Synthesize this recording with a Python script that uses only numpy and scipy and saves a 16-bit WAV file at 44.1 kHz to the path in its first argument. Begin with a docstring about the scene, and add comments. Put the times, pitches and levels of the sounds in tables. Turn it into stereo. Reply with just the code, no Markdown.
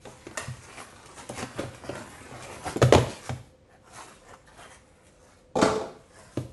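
"""A cardboard mailer is opened on a cloth-covered table, near a stereo microphone in a fairly live room.
First its glued flap snaps free and rings. Stick-slip friction rubs and hisses as it is turned and tipped
up. Small boxes slide out and drop, each impact exciting their air, their panels and the table top.
Then the empty mailer is tossed on the floor, where it claps and rocks. Last, a box is set down again."""
import sys
import numpy as np
from scipy import signal
from scipy.fft import rfft, irfft, next_fast_len
from scipy.io import wavfile
from scipy.ndimage import map_coordinates

SR = 44100
rng = np.random.default_rng(int(sys.argv[2]) if len(sys.argv) > 2 else 0)


def master(y):
    """Save y as 16-bit WAV."""
    cut = np.clip(np.atleast_2d(y).T, -1, 1)
    pcm = np.round(cut * 32767)  # scale
    wavfile.write(sys.argv[1], SR, pcm.astype(np.int16))


N = 287669


def amp(db):
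    """Decibels as an amplitude ratio."""
    return 10 ** (np.asarray(db) / 20)


def unit(x):
    """Normalisation to rms 1."""
    return x / np.sqrt(np.mean(x ** 2) + 1e-20)


def along(points, hz):
    """Interpolation of (frequency, value) points on a logarithmic frequency axis."""
    f, v = np.transpose(points)
    return np.interp(np.log(hz + 1), np.log(f + 1), v)


def wobble(rate):
    """Smooth random modulation: a spline through `rate` knots a second."""
    knots = rng.standard_normal(int(N * rate / SR) + 4)
    return map_coordinates(knots, [np.arange(N) * rate / SR])


def filtered(x, response):
    """Linear filtering by a complex frequency response."""
    n = x.shape[-1]
    m = next_fast_len(n + 8192)
    return irfft(rfft(x, m) * response(np.fft.rfftfreq(m, 1 / SR)), m)[..., :n]


def coloured(x, spectrum):
    """Spectral shaping by (frequency, level) points; rms 1."""
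    return unit(filtered(x, lambda hz: amp(along(spectrum, hz))))


def add(track, s, sound):
    """Superposition of a sound on the track at s seconds."""
    part = track[..., round(s * SR):][..., :sound.shape[-1]]
    part += sound[..., :part.shape[-1]]


def ring(modes, contact_ms, detune, swell_cycles):
    """Damped modal vibration after a blow, peak 1; a longer contact excites the high modes less."""
    t = np.arange(int(.35 * SR)) / SR
    hz, db, t60 = np.transpose(modes)[:, :, None]
    pitch, size = rng.standard_normal((2, len(modes), 1))  # they depend on where the blow lands
    softness = 1 / (1 + (hz * contact_ms / 1000) ** 2)
    swell = 1 - np.exp(-(t * hz / swell_cycles) ** 2)  # the card crushes: high modes speak first
    decay = amp(db + 2 * size - 60 * t / t60)
    y = np.sum(softness * swell * decay * np.sin(2 * np.pi * hz * np.exp(detune * pitch) * t), axis=0)
    return y / np.abs(y).max()


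def hollow(hz, rise_cycles=0.8, t60_cycles=6.8, lead_cycles=0.22):
    """Air pumping: a struck face drives the air behind it in one "tock" of falling pitch; peak 1."""
    cycles = hz * np.arange(SR // 10) / SR
    envelope = (1 - np.exp(-(cycles / rise_cycles) ** 2)) * amp(-60 * cycles / t60_cycles)
    phase = cycles + lead_cycles * (1 - np.exp(-cycles))
    return envelope / envelope.max() * np.sin(2 * np.pi * phase)


def crack(spectrum, t60):
    """A broadband transient: paper surfaces slap together in a short noise burst."""
    t = np.arange(int(.35 * SR)) / SR
    noise = coloured(rng.standard_normal(len(t)), spectrum)
    return noise * amp(-60 * t / t60) * (1 - np.exp(-t / 0.00099))


def grains(rate, spread_db, smooth):
    """Shot noise: fibres catch and slip in random ticks over smooth friction noise."""
    ticks = (rng.random(N) < rate / SR) * rng.choice([-1, 1], N)
    sizes = amp(spread_db * np.minimum(rng.exponential(size=N), 2))
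    return unit(ticks * sizes) + smooth * rng.standard_normal(N)


# likeness of the room sound at left and right: (frequency [Hz], coherence [ratio])
COHERENCE = [(30, 0.86), (100, 0.73), (250, 0.62), (600, 0.36), (1200, 0.069)]
def diffuse(pair):
    """Diffuse-field coherence: two independent signals become left and right, alike in the bass only."""
    angle = lambda hz: np.arccos(np.clip(along(COHERENCE, hz), -1, 1)) / 2
    mid, side = filtered(pair, lambda hz: np.array([np.cos(angle(hz)), np.sin(angle(hz))]))
    return np.array([mid + side, mid - side])


# reverberation time of the living room: (frequency [Hz], T60 [s])
ROOM_T60 = [(100, 0.64), (300, 0.44), (4000, 0.57), (11000, 0.38)]
def room(x):
    """Reverberation: convolution with a diffuse tail in which each frequency decays at its own rate."""
    hz, t, spectra = signal.stft(rng.standard_normal((2, int(.6 * SR))), SR, nperseg=256)
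    tail = signal.istft(spectra * amp(-60 * t / along(ROOM_T60, hz)[:, None]), SR, nperseg=256)[1]
    tail = diffuse(tail) * (1 - np.exp(-np.arange(tail.shape[1]) / SR / 0.0036))
    return signal.fftconvolve(x[None], tail / np.linalg.norm(tail[0]), axes=1)


def near(x, lead_ms, early_db):
    """Path differences: direct sound reaches the left port first; table, body and card reflect it."""
    t = np.arange(int(.08 * SR)) / SR
    early = diffuse(rng.standard_normal((2, len(t)))) * amp(-60 * t / 0.079) * (1 - np.exp(-t / 0.0017))
    out = signal.fftconvolve(x[None], amp(early_db) * early / np.linalg.norm(early[0]), axes=1)
    direct = filtered(x, lambda hz: np.exp(1j * np.pi * hz * lead_ms / 1000 * np.array([[1], [-1]])))
    add(out, 0, direct)
    return out


# spectrum of still room air: (frequency [Hz], level [dB])
AIR_SPECTRUM = [(15, -37), (35, 5), (86, 2), (390, -7), (500, -10), (620, -10.5), (1000, -17),
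                (1600, -20.5), (9000, -32), (11000, -67), (13000, -67)]
def background():
    """Ambient noise: diffuse room air and a faint narrow-band hum."""
    air = diffuse(coloured(rng.standard_normal((2, N)), AIR_SPECTRUM))
    hum = filtered(rng.standard_normal((2, N)), lambda hz: 1 / (1 + ((hz - 515) / 28) ** 2))
    return amp(-58) * air + amp(-61.5) * unit(hum)


def held(start, end, attack_s=0.013, release_s=0.024):
    """Envelope of a grip: linear attack, hold and exponential release."""
    now = np.arange(N) / SR
    return np.clip((now - start) / attack_s, 0, 1) * np.exp(-np.maximum(now - end, 0) / release_s)


def dying(blows, t60):
    """Exponential decay: the envelope of a rumble fed with energy by each (time, level) blow."""
    power, t = np.zeros(N), np.arange(SR) / SR
    for s, db in blows:
        add(power, s, amp(db - 60 * t / t60) ** 2 * (1 - np.exp(-t / 0.0072)))
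    return np.sqrt(power)


# spectrum of the handling rumble: (frequency [Hz], level [dB])
RUMBLE_SPECTRUM = [(15, -40.5), (30, -21.5), (60, -0.5), (113, 4.5), (190, -7.5), (300, -8), (500, -31)]
def rumble(rub, on_table_db=-5.5, lifted_db=-9.5):
    """Structure-borne sound: rubbing couples best through the table; table and floor shudder if hit."""
    lifted = held(3.5, 5.6)  # nothing handled touches the table
    coupling = amp(on_table_db + (lifted_db - on_table_db) * lifted)
    table = amp(-20) * dying([(s, thump_db) for s, *_, thump_db, _ in TABLE_IMPACTS], t60=0.62)
    floor = amp(-32) * dying([row[:2] for row in FLOOR_IMPACTS], t60=1)
    drive = np.sqrt((coupling * rub) ** 2 + table ** 2 + floor ** 2)
    return drive * coloured(rng.standard_normal(N), RUMBLE_SPECTRUM) * amp(1.8 * wobble(21))


# the mailer sliding and flexing: (time [s], half length [s], level [dB], cavity frequency [Hz])
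CAVITY_SWISHES = [(1.394, 0.012, -40.5, 460), (2.002, 0.063, -45, 308), (2.51, 0.082, -45, 500),
                  (2.67, 0.017, -31.5, 736), (3.988, 0.026, -41.5, 980), (4.338, 0.0041, -40.5, 960),
                  (4.622, 0.037, -48.5, 1230)]
def swishes(q=3.5):
    """Cavity resonance: friction sounds the open mailer's air and, more weakly, the octave above."""
    out, now = np.zeros(N), np.arange(N) / SR
    peak = lambda hz, centre: 1 / (1 + 1j * q * (hz / centre - centre / (hz + 1)))
    for s, half, db, cavity_hz in CAVITY_SWISHES:
        friction = grains(rate=900, spread_db=4, smooth=0.76)
        voice = filtered(friction, lambda hz: peak(hz, cavity_hz) - amp(-26.5) * peak(hz, 2 * cavity_hz))
        out += amp(db - 5.5) * unit(voice) * np.exp(-((now - s) / half) ** 2 / 2)
    return near(out, lead_ms=0.12, early_db=3.0)[:, :N] + amp(-16) * room(out)[:, :N]


# spectrum of one tick: (frequency over the brightest frequency [ratio], level [dB])
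TICK_SPECTRUM = [(0.08, -15), (0.33, 0), (1, 4), (2, -8), (4, -13)]
# creases, tape and catching edges: (time [s], level [dB], brightest frequency [Hz])
CREASE_TICKS = [(0.098, -50, 6000), (1.059, -33.5, 6000), (1.176, -33, 6100), (1.193, -34.5, 3020),
                (1.291, -27.5, 8200), (1.38, -26.5, 6040), (1.391, -26.5, 6000), (1.747, -30, 1990),
                (1.954, -27, 1800), (2.424, -32, 5000), (2.528, -36, 4000), (2.64, -30, 6100),
                (2.768, -27.5, 8000), (3.261, -34, 2000), (4.007, -39.5, 3000)]
def creases():
    """Sudden elastic release: stiff creases tick as they bend, and edges as they catch."""
    out = np.zeros((2, N))
    for s, tick_db, bright_hz in CREASE_TICKS:
        spectrum = [(ratio * bright_hz, db) for ratio, db in TICK_SPECTRUM]
        tick = amp(tick_db + 4) * crack(spectrum, t60=0.011)
        add(out, s, near(tick, lead_ms=0.11, early_db=-2))
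    return out + amp(-6.0) * room(out[0])[:, :N]


def stroke_speed(s, length, roundness=1.43):
    """Bell-shaped velocity profile: a hand speeds up and slows down, peak 1 at s."""
    t = np.arange(N) / SR - s
    return np.exp(-np.abs(t / (length / 2)) ** roundness)


# hands and cardboard passing over each other: (peak time [s], length [s], rub [dB], hiss [dB])
HAND_STROKES = [(0.012, 0.095, -56, -49.5), (0.42, 0.1, -44, -51), (0.694, 0.11, -53, -51.5),
                (0.801, 0.068, -47.5, -43), (1.197, 0.07, -42.5, -45.5), (1.398, 0.085, -36, -42.5),
                (1.603, 0.089, -35.5, -47), (1.75, 0.031, -47, -74), (1.97, 0.3, -46, -50.5),
                (2.348, 0.11, -44.5, -58), (2.433, 0.055, -43, -42), (2.54, 0.13, -42, -46.5),
                (2.682, 0.085, -34.5, -41), (3.108, 0.28, -48, -48), (3.264, 0.088, -50.5, -45.5),
                (3.724, 0.079, -56.5, -69), (3.967, 0.15, -47, -51.5), (4.082, 0.2, -54, -54),
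                (4.293, 0.084, -49, -58), (4.478, 0.027, -56.5, -56.5), (4.615, 0.14, -47, -53.5),
                (4.72, 0.067, -49, -52), (5.067, 0.054, -61.5, -60), (5.3, 0.19, -62, -62),
                (6.182, 0.12, -54, -57.5), (6.286, 0.52, -59.5, -59.5)]
# light drag while something is held: (start [s], end [s], rub [dB], hiss [dB])
HAND_HOLDS = [(0.005, 1.8, -54.5, -57.5), (1.829, 2.41, -49.5, -56.5), (3.88, 5.38, -66, -70)]
def effort():
    """Incoherent summation: strokes and holds add in power, giving the gains of rub and hiss."""
    moves = [(stroke_speed(s, length), db) for s, length, *db in HAND_STROKES]
    moves += [(held(start, end), db) for start, end, *db in HAND_HOLDS]
    return np.sqrt(sum(np.outer(amp(db), shape) ** 2 for shape, db in moves))


def chatter(slip_hz=114.9, scatter=0.35, fade_db=10):
    """Stick-slip modulation: an edge slips at an uneven rate; each slip starts sharply and fades."""
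    slips = np.cumsum(slip_hz * np.exp(scatter * wobble(70))) / SR
    return unit(amp(-fade_db * (slips % 1)))


def crinkle(per_s=200, centre_hz=2600, scatter_octaves=1.6, t60_cycles=16):
    """Buckling: fibres give way one by one, each with a brief ping of its own pitch; rms 1."""
    count, t = int(per_s * N / SR), np.arange(SR // 100) / SR
    when, pitch, size = rng.random((count, 3)).T[:, :, None]
    cycles = centre_hz * 2 ** (scatter_octaves * (2 * pitch - 1)) * t
    level_db = -4 * np.log(size + .05)  # many weak pings, few strong ones
    pings = amp(level_db - 60 * cycles / t60_cycles) * np.sin(2 * np.pi * cycles)
    at = (when * N).astype(int) + np.arange(len(t))
    return unit(np.bincount(at.ravel(), pings.ravel(), N)[:N])


# spectrum of rubbed panels: (frequency [Hz], level [dB])
RUB_SPECTRUM = [(120, -27.5), (220, -10.5), (380, -4.5), (500, -6.5), (650, -6), (900, -6), (1080, -9.5),
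                (1400, -8), (2000, -12), (3200, -21.5), (5000, -59)]
# spectrum of slipping fibres: (frequency [Hz], level [dB])
HISS_SPECTRUM = [(1400, -15.5), (2400, -4.5), (3300, -7), (6500, -5), (9000, -5.5), (11200, -8),
                 (12500, -30.5)]
def sliding(rub, hiss):
    """Sliding friction: coarse slips sound the panels, fine ones hiss; both follow the uneven hand."""
    panels = amp(-3.0 + 2.55 * wobble(60)) * rub
    panels *= coloured(grains(rate=600, spread_db=2.0, smooth=0.6), RUB_SPECTRUM)
    fibres = amp(-1.0 + 1.1 * wobble(45)) * hiss
    fibres *= coloured(grains(rate=800, spread_db=5.0, smooth=0.71), HISS_SPECTRUM)
    friction = chatter() * (panels + fibres) + amp(-3.5) * hiss * crinkle()
    # as the mailer turns and the grip shifts, its resonances and reflections keep changing
    out, hop = np.zeros((2, N)), SR // 8
    bands_hz = np.geomspace(200, 12000, 26)
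    for start in range(0, N - 2 * hop, hop):
        grip = np.column_stack([bands_hz, 2.6 * rng.standard_normal(len(bands_hz))])
        frame = friction[start:start + 2 * hop] * np.hanning(2 * hop)
        frame = filtered(frame, lambda hz: amp(along(grip, hz)))
        add(out, start / SR, near(frame, lead_ms=0.11 + 0.031 * rng.standard_normal(), early_db=1.0))
    return out + amp(-5.0) * room(friction)[:, :N]


# modes of the flap: (frequency [Hz], level [dB], T60 [s])
FLAP_MODES = [(421, -5, 0.026), (654, -3.5, 0.023), (1170, 3, 0.018), (1580, -2, 0.017), (1809, 3.5, 0.02),
              (2750, -3, 0.018)]
# the glue letting go in two quick jerks: (time [s], ring [dB], crack [dB])
FLAP_SNAPS = [(0.3733, -18.5, -28), (0.3768, -19, -29)]
def flap():
    """Free vibration after release: the glued flap tears loose with a dry snap and rings."""
    out = np.zeros((2, N))
    for s, ring_db, crack_db in FLAP_SNAPS:
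        body = amp(ring_db) * ring(FLAP_MODES, contact_ms=0.1, detune=0.03, swell_cycles=1.0)
        tear = amp(crack_db + 7.5) * crack(HISS_SPECTRUM, t60=0.018)
        add(out, s, near(body + tear, lead_ms=0.14, early_db=-4.5))
        add(out, s, amp(-3) * room(body + tear))
    return out


# panel modes of the empty mailer: (frequency [Hz], level [dB], T60 [s])
MAILER_MODES = [(246, -5.5, 0.049), (347, -1.5, 0.039), (506.5, -0.5, 0.056), (666, 2.5, 0.045),
                (821, 4.5, 0.032), (1100, -0.5, 0.025), (1350, 1, 0.023)]
# spectrum of card slapping the floor: (frequency [Hz], level [dB])
SLAP_SPECTRUM = [(200, -14), (600, 4), (1000, 3), (1150, 10.5), (1420, 0), (1600, -5), (2300, 1),
                 (2650, -6.5), (3700, -3), (7000, -5.5), (9000, -11), (12000, -24.5)]
# edge first, then flat, then rocking: (time [s], knock [dB], slap [dB], cavity [dB], contact [ms])
FLOOR_IMPACTS = [(5.555, -14, -40, -29.5, 2.2), (5.567, -16.5, -35.5, -32, 4.3),
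                 (5.587, -16, -31.5, -23.5, 1.1), (5.615, -18, -23, -26, 0.15), (5.625, -13, -24, -19, 0.1),
                 (5.655, -15, -28, -27, 0.56), (5.708, -22, -39, -27.5, 0.59),
                 (5.754, -23.5, -38, -24.5, 2.3), (5.811, -24, -44, -36.5, 2.1)]
def landing(cavity_hz=440, cavity_t60=0.12, flat_s=5.6243):
    """Impact excitation: the mailer hits the floor off to the left; the room rivals the direct sound."""
    blows, clap = np.zeros((2, N))
    for s, knock_db, slap_db, cavity_db, contact_ms in FLOOR_IMPACTS:
        body = amp(knock_db) * ring(MAILER_MODES, contact_ms, detune=0.054, swell_cycles=0.97)
        slap = amp(slap_db + 6.0) * crack(SLAP_SPECTRUM, t60=0.04)
        air = amp(cavity_db) * ring([(cavity_hz, 0, cavity_t60)], contact_ms, detune=0, swell_cycles=2)
        add(blows, s, body + slap + air)
    # the face lands flat: a low puff of expelled air and a higher clap of the panel
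    add(clap, flat_s, amp(-9) * hollow(hz=265) + amp(-6.5) * hollow(hz=1260))
    direct = near(blows + clap, lead_ms=0.286, early_db=-5)[:, :N] * amp([[1.5], [-1.5]])
    return direct + amp(0.5) * room(blows + amp(-5) * clap)[:, :N]


# modes of the table top: (frequency [Hz], level [dB], T60 [s])
TABLE_MODES = [(97.9, -8, 0.28), (124.4, 0, 0.28), (229, -16, 0.17)]
# panel modes of a box: (frequency [Hz], level [dB], T60 [s])
BOX_MODES = [(235, -2, 0.055), (340, -3, 0.045), (449, -2, 0.035), (520, -2, 0.063), (611, 2.5, 0.032),
             (771, 1.5, 0.036), (916, 1, 0.021), (1230, 0, 0.012), (1533, -1, 0.012)]
# spectrum of the contact crack: (frequency [Hz], level [dB])
CRACK_SPECTRUM = [(200, -15), (600, 2), (1200, 9), (1800, 1.5), (2200, 3), (3700, -0.5), (5000, -8),
                  (7000, -5), (9000, -14.5), (12000, -15)]
# cardboard meeting the table:
# (time [s], hollow [dB], hollow frequency [Hz], panel ring [dB], table thump [dB], crack [dB])
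TABLE_IMPACTS = [(0.053, -44, 430, -36, -44, -43), (0.071, -34, 380, -32.5, -42.5, -57),
                 (0.267, -29.5, 337, -39, -40.5, -42), (0.311, -40, 330, -40, -44, -48),
                 (0.473, -46, 230, -52, -23.5, -56), (0.925, -40, 1100, -41, -68, -60),
                 (1.296, -34, 520, -25, -32.5, -55), (1.426, -36, 420, -25.5, -35, -34.5),
                 (1.592, -23.5, 288, -22.5, -44, -35.5), (1.634, -24.5, 370, -27, -26.5, -55),
                 (1.837, -35, 850, -31.5, -40, -60), (1.8907, -26, 302, -22.5, -32, -42),
                 (2.311, -40, 400, -36, -36, -54), (2.76, -19, 323, -19, -33.5, -42.5),
                 (2.817, -13, 407, -10, -21.5, -25.5), (2.825, -10, 370, -17, -9, -20.5),
                 (2.924, -2.5, 430, -9, -19, -18), (2.936, -8.5, 600, -16, -12.5, -19),
                 (2.9485, -6.5, 380, -10, -11, -18.5), (2.981, -10.5, 430, -18.5, -23, -29),
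                 (3.293, -23, 700, -26.5, -20.5, -33.5), (6.3717, -19, 284, -22, -21.5, -39.5)]
def knocks(thump_lag_s=0.004):
    """Impact excitation: a blow cracks, pumps the box's air, rings its panels and swings the table."""
    out = np.zeros((2, N))
    for s, hollow_db, hollow_hz, ring_db, thump_db, crack_db in TABLE_IMPACTS:
        contact_ms = 1000 * 0.5 / hollow_hz  # half a cycle of the hollow: a softer blow sounds lower
        tock = amp(hollow_db) * hollow(hollow_hz)
        body = amp(ring_db - 1.5) * ring(BOX_MODES, contact_ms, detune=0.052, swell_cycles=0.72)
        slap = amp(crack_db + 8.0) * crack(CRACK_SPECTRUM, t60=0.024)
        add(out, s, near(body + slap, lead_ms=0.023, early_db=-3.5))
        add(out, s, near(tock, lead_ms=0.06, early_db=-12))
        add(body, 0, amp(-4) * tock)  # the tock reaches the room too
        add(out, s, room(amp(-4.5) * body + amp(-5.5) * slap))
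        thump = amp(thump_db - 4.0) * ring(TABLE_MODES, contact_ms, detune=0.013, swell_cycles=0.62)
        add(out, s + thump_lag_s, thump)  # the heavy top answers late
    return out


def scene():
    """Superposition of all sources; one effort of the hands drives both sliding and rumble."""
    rub, hiss = effort()
    handling = sliding(rub, hiss) + swishes() + rumble(rub)
    return handling + flap() + knocks() + creases() + landing() + background()


# colour difference of the microphone ports: (frequency [Hz], left minus right [dB])
PORT_BALANCE = [(100, 0.3231), (500, 1.5), (4000, 1.3143), (8000, -1), (12000, -4)]
def record(dry, low_cut_hz=35, top_hz=11650):
    """Transfer chain: the ports colour the sound; the recorder cuts bass, clips and limits the band."""
    heard = filtered(dry, lambda hz: amp(along(PORT_BALANCE, hz) * np.array([[.5], [-.5]])))
    heard = signal.sosfilt(signal.butter(2, low_cut_hz, "high", fs=SR, output="sos"), heard)
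    return filtered(np.clip(heard, -.97, .97), lambda hz: 1 / np.sqrt(1 + (hz / top_hz) ** 150))


dry = scene()
out = record(dry)
master(out)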